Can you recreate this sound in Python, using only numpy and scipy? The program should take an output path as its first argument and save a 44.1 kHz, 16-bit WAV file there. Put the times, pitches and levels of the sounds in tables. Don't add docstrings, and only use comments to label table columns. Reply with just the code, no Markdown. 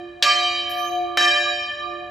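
import sys
import numpy as np
from scipy import signal
from scipy.fft import rfft, irfft, next_fast_len
from scipy.io import wavfile
from scipy.ndimage import map_coordinates

SR = 44100
rng = np.random.default_rng(int(sys.argv[2]) if len(sys.argv) > 2 else 0)


def digitize_waveform(pressure):
    field = np.atleast_2d(pressure).T
    bounded = np.clip(field, -1, 1)
    quanta = np.round(bounded * 32767).astype(np.int16)
    wavfile.write(sys.argv[1], SR, quanta)


N = 92610
LEAD_S = 1
T = np.arange(-LEAD_S * SR, N) / SR
SIDES = np.array([[1], [-1]])

# (time [s], side of the lip [0 or 1], ring level [dB], clang level [dB])
BLOWS = [(-0.71, 1, -11, -3), (.2255, 0, -2, -2.5), (1.173, 1, -1, -1.5)]
MODE_HZ = [590, 1127, 1652, 1705, 1760, 1952, 2269, 2402, 2424, 2617, 2710, 2898, 3116, 3160, 3870, 3937,
           4195, 4236, 4647, 4912, 5052, 5424, 5546, 5725, 5980, 6223, 6741, 7025, 7814, 10100, 11080,
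           14500]
# (level struck on side 0 [dB], level struck on side 1 [dB], T60 [s])
MODES = [(-32, -32.5, 3.8), (-39, -40, 3.85), (-29, -26, 1.3), (-38, -38, 4.2), (-26.5, -19.5, 2.03),
         (-34.5, -40.5, 1.34), (-33.5, -44, 2.3), (-23, -25, 1.95), (-36, -33, 3), (-35.5, -40.5, 1.3),
         (-38, -39, 1.2), (-35, -37.5, 2.04), (-22, -23, 2.22), (-34.5, -42.5, 2.66), (-25, -23, 1.596),
         (-36.5, -40, 2.9), (-27, -53, 1), (-38.5, -58, 0.99), (-23.5, -28, 1.25), (-41, -49, 1.2),
         (-45, -46.5, 1.482), (-31, -29, 1.14), (-33.5, -60.5, 0.55), (-44, -51, 1.4), (-37.5, -53, 1.04),
         (-38.5, -36.5, 0.86), (-55, -39.5, 0.5), (-40, -40, 1.37), (-43, -45.5, 0.92), (-57, -52.5, 0.55),
         (-57, -55.5, 0.44), (-60, -61, .3)]
# (time [s], relative level [dB])
HUM_LEVEL = [(0.0, -42), (0.04, -39), (0.32, -46), (0.39, -43), (0.63, -43), (1.27, -32), (1.37, -47.5),
             (1.41, -40), (1.75, -52), (1.87, -41.5), (1.99, -42.5), (2.1, -46)]
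TIERCE_LEVEL = [(0.0, -41), (0.14, -56.5), (0.29, -30.5), (0.44, -25.5), (0.57, -36.5), (0.67, -35.5),
                (1.05, -24.5), (1.15, -38), (1.26, -27.5), (1.43, -31), (1.44, -42), (1.52, -29.5),
                (1.7, -44), (1.73, -69), (1.88, -33.5), (1.97, -53.5), (2.03, -33), (2.1, -41)]
NOMINAL_LEVEL = [(0.0, -60), (0.06, -51), (0.19, -69), (0.22, -50), (0.27, -20), (0.72, -41.5), (0.82, -29),
                 (1.0, -45.5), (1.28, -23.5), (1.31, -33.5), (1.37, -24), (1.43, -50), (1.47, -27),
                 (1.56, -50), (1.61, -33), (1.75, -45.5), (1.85, -33.5), (2.1, -47.5)]
# (frequency [Hz], relative density [dB], T60 [s])
CLANG_SPECTRUM = [(150, -16, .5), (303, -15, 0.26), (614, 1, 0.85), (1200, -2.5, 0.7), (1680, 2, 0.65),
                  (2680, -1, 0.43), (3020, -4, 0.56), (3500, -13.5, 0.54), (3680, -1, 0.3),
                  (4180, -9.5, 0.66), (5200, -10, 0.32), (7100, -7.5, 0.44), (8190, -15.5, 0.34),
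                  (8930, -34, 0.19), (9900, -22, 0.63), (11450, -17.5, 0.31), (13000, -35, .5),
                  (14500, -42.5, .5)]
# (level [dB], time constant [s], centre [Hz], width [Hz])
CRACKS = [(-12, 0.014, 3290, 2200), (-10, .002, 964, 1500)]
# (delay [s], gain [dB], share of the swing [-1..1], pan [right -1..1 left])
PATHS = [(0, 0, 0.91, 0), (.0047, -7.5, -0.74, 0.36), (0.0217, -5, .3, -.8), (0.0374, -5, -0.97, 0.87),
         (0.0561, -10.5, .65, -.6), (0.0845, -17.5, -0.53, 0.95), (.131, -31, -0.58, -.5)]
# (time [s], length [s], start pitch [Hz], end pitch [Hz], fundamental [dB], octave [dB])
CHIRPS = [(.692, 0.037, 6150, 5895, -53, -31.5), (0.73, .014, 5960, 6020, -54.5, -59),
          (0.776, 0.038, 5970, 5870, -45, -38), (0.807, 0.06, 5850, 6040, -45, -42.5),
          (0.859, 0.042, 6620, 6320, -42, -51.5)]
# (frequency [Hz], relative density [dB])
AIR_SPECTRUM = [(20, -30.5), (35, -14), (55, -0.5), (100, -3), (170, -9.5), (300, -8.5), (600, -16.5),
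                (1500, -20), (4000, -31.5), (8000, -40), (14000, -58.5)]

SWING_PERIOD_S, TURNING_POINT_S, LIP_REACH_M = 1.95, .49, .6
CLANG_DB, WASH_DB, OVERTONE_COUNT, OVERTONE_LOW_HZ, TOP_HZ = -26.5, -6.5, 700, 1505, 15100
FLUTTER_DB, FLUTTER_HZ = 1.5, 11
WALL_DB, WALL_PAN, WALL_SWING, DIRECT_SWING = -8.5, 0.44, -1.033, 0.28
YARD_DB, YARD_T60_S, ECHO_BUILD_S = -3.5, 0.75, 0.02
AIR_DB, AIR_SWELL_DB, AIR_SIDE_DB = -53, 0.5, -16


def ring():
    out = np.zeros(len(T))
    for start, side, ring_db, _ in BLOWS:
        age = T[T >= start] - start
        for hz, (*side_db, t60) in zip(MODE_HZ, MODES):
            envelope = undb(ring_db + side_db[side]) * fade(age, t60)
            out[-len(age):] += envelope * np.sin(2 * np.pi * hz * age)
    return out


def strong_partial(hz, levels, pan_db):
    db = np.interp(T, *np.array(levels).T) + 1
    db = db + SIDES * (pan_db / 2 + 1.5 * walk(2.2))
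    wander_rad = SIDES * 0.31 * walk(1.73)
    direct = np.sin(2 * np.pi * hz * (T - DIRECT_SWING * swing_lag()) + wander_rad)
    wall_gain = undb(WALL_DB + FLUTTER_DB * walk(FLUTTER_HZ)) * (1 + SIDES * WALL_PAN)
    reflected = wall_gain * np.sin(2 * np.pi * hz * (T - WALL_SWING * swing_lag()))
    return np.sqrt(2) * undb(db) * (direct + reflected)


def clang():
    out = 0
    for start, _, _, db in BLOWS:
        offset, strength, turn = rng.random((OVERTONE_COUNT, 3)).T
        overtone_hz = (np.arange(OVERTONE_COUNT) + offset) / OVERTONE_COUNT * TOP_HZ
        bins = (overtone_hz * len(T) / SR).astype(int)
        lines = np.zeros(len(T) // 2 + 1, complex)
        lines[bins] = (overtone_hz > OVERTONE_LOW_HZ) * np.log(1 - strength) * np.exp(2j * np.pi * turn)
        crowd = unit(irfft(lines, len(T))) + undb(WASH_DB) * noise()
        crowd = unit(shape(crowd, lambda hz: undb(lookup(hz, CLANG_SPECTRUM))))
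        band_hz, frame_s, cells = signal.stft(crowd, SR, nperseg=512)
        t60 = lookup(np.maximum(band_hz, 1), CLANG_SPECTRUM, column=2)[:, None]
        decay = fade(np.maximum(frame_s - LEAD_S - start, 0), t60)
        out = out + undb(CLANG_DB + db) * (T >= start) * signal.istft(cells * decay, SR)[1][:len(T)]
    return out


def cracks():
    out = 0
    for start, side, _, _ in BLOWS:
        db, decay_s, centre_hz, width_hz = CRACKS[side]
        burst = unit(shape(noise(), lambda hz: band(hz, centre_hz, width_hz) ** 2))
        out = out + undb(db) * burst * (T >= start) * np.exp(-np.abs(T - start) / decay_s)
    return out


def bite():
    gate = sum(fade(T - start, t60=0.18) for start, *_ in BLOWS)
    return undb(1) * shape(gate * ring(), lambda hz: band(hz, centre=3220, width=3400))


def swing_lag():
    return -LIP_REACH_M / 343 * np.cos(2 * np.pi * (T - TURNING_POINT_S) / SWING_PERIOD_S)


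def tower(bell):
    mid, side, lag = 0, 0, swing_lag()
    oversampled = signal.resample_poly(bell, 4, 1)
    for delay, db, swing_share, pan in PATHS:
        emitted_at = (T + LEAD_S - delay - swing_share * lag) * SR
        gain = undb(db + FLUTTER_DB * walk(FLUTTER_HZ) * (delay > 0))
        arrival = gain * map_coordinates(oversampled, [4 * emitted_at], order=1)
        mid, side = mid + arrival, side + pan * arrival
    side = side + undb(YARD_DB) * echoes(mid, YARD_T60_S)
    mid = mid + undb(YARD_DB) * echoes(mid, YARD_T60_S)
    side = shape(side, lambda hz: 1 / (1 + (hz / 2200) ** 2))
    lean_right = 0.15 * shape(mid, lambda hz: band(hz, centre=1400, width=1200) ** 2)
    return mid + SIDES * (side - lean_right)


def echoes(x, t60):
    age = np.arange(SR) / SR
    tail = rng.standard_normal(SR) * fade(age, t60) * (1 - np.exp(-age / ECHO_BUILD_S))
    return signal.fftconvolve(x, tail / np.linalg.norm(tail))[:len(x)]


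def chirps(ear_lag_s=.000032):
    out, waver = 0, 1 + .012 * walk(250)
    for start, length, from_hz, to_hz, fundamental_db, octave_db in CHIRPS:
        progress = np.clip((T - start) / length, 0, 1)
        pitch_hz = (to_hz + (from_hz - to_hz) * (1 - progress) ** 2) * waver
        phase = 2 * np.pi * np.cumsum(pitch_hz) / SR
        tone = undb(fundamental_db) * np.sin(phase) + undb(octave_db) * np.sin(2 * phase)
        out = out + np.sqrt(np.abs(np.sin(np.pi * progress))) * tone
    left = out + undb(-2) * echoes(out, t60=0.55)
    right = shape(left, lambda hz: np.exp(-2j * np.pi * hz * ear_lag_s))
    return np.array([left, right])


def air():
    mid, side = (unit(shape(noise(), lambda hz: undb(lookup(hz, AIR_SPECTRUM)))) for _ in range(2))
    return undb(AIR_DB + AIR_SWELL_DB * walk(1.7)) * (mid + SIDES * undb(AIR_SIDE_DB) * side)


def undb(db):
    return 10 ** (np.asarray(db) / 20)


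def unit(x):
    return x / np.sqrt(np.mean(x ** 2))


def noise():
    return rng.standard_normal(len(T))


def shape(x, gain):
    n = next_fast_len(len(x))
    hz = np.maximum(np.fft.rfftfreq(n, 1 / SR), 1)
    return irfft(rfft(x, n) * gain(hz), n)[:len(x)]


def band(hz, centre, width):
    return 1 / np.hypot(1, (hz ** 2 - centre ** 2) / (hz * width))


def lookup(hz, table, column=1):
    table = np.array(table)
    return np.interp(np.log(hz), np.log(table[:, 0]), table[:, column])


def walk(rate_hz):
    return unit(shape(noise(), lambda hz: 1 / (1 + (hz / rate_hz) ** 4)))


def fade(age, t60):
    return (age >= 0) * np.exp(-np.log(1000) * np.maximum(age, 0) / t60)


def scene():
    hum = strong_partial(347.7, HUM_LEVEL, pan_db=-1.2)
    tierce = strong_partial(716.1, TIERCE_LEVEL, pan_db=-2)
    nominal = strong_partial(1184.3, NOMINAL_LEVEL, pan_db=-7)
    low_cut = signal.butter(3, 208, "high", fs=SR, output="sos")
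    struck = signal.sosfilt(low_cut, tower(ring() + clang()) + cracks() + bite())
    return (struck + hum + tierce + nominal + chirps() + air())[:, -N:]


def record(dry):
    return signal.sosfilt(signal.ellip(8, .2, 70, TOP_HZ, fs=SR, output="sos"), dry)


dry = scene()
out = record(dry)
digitize_waveform(out)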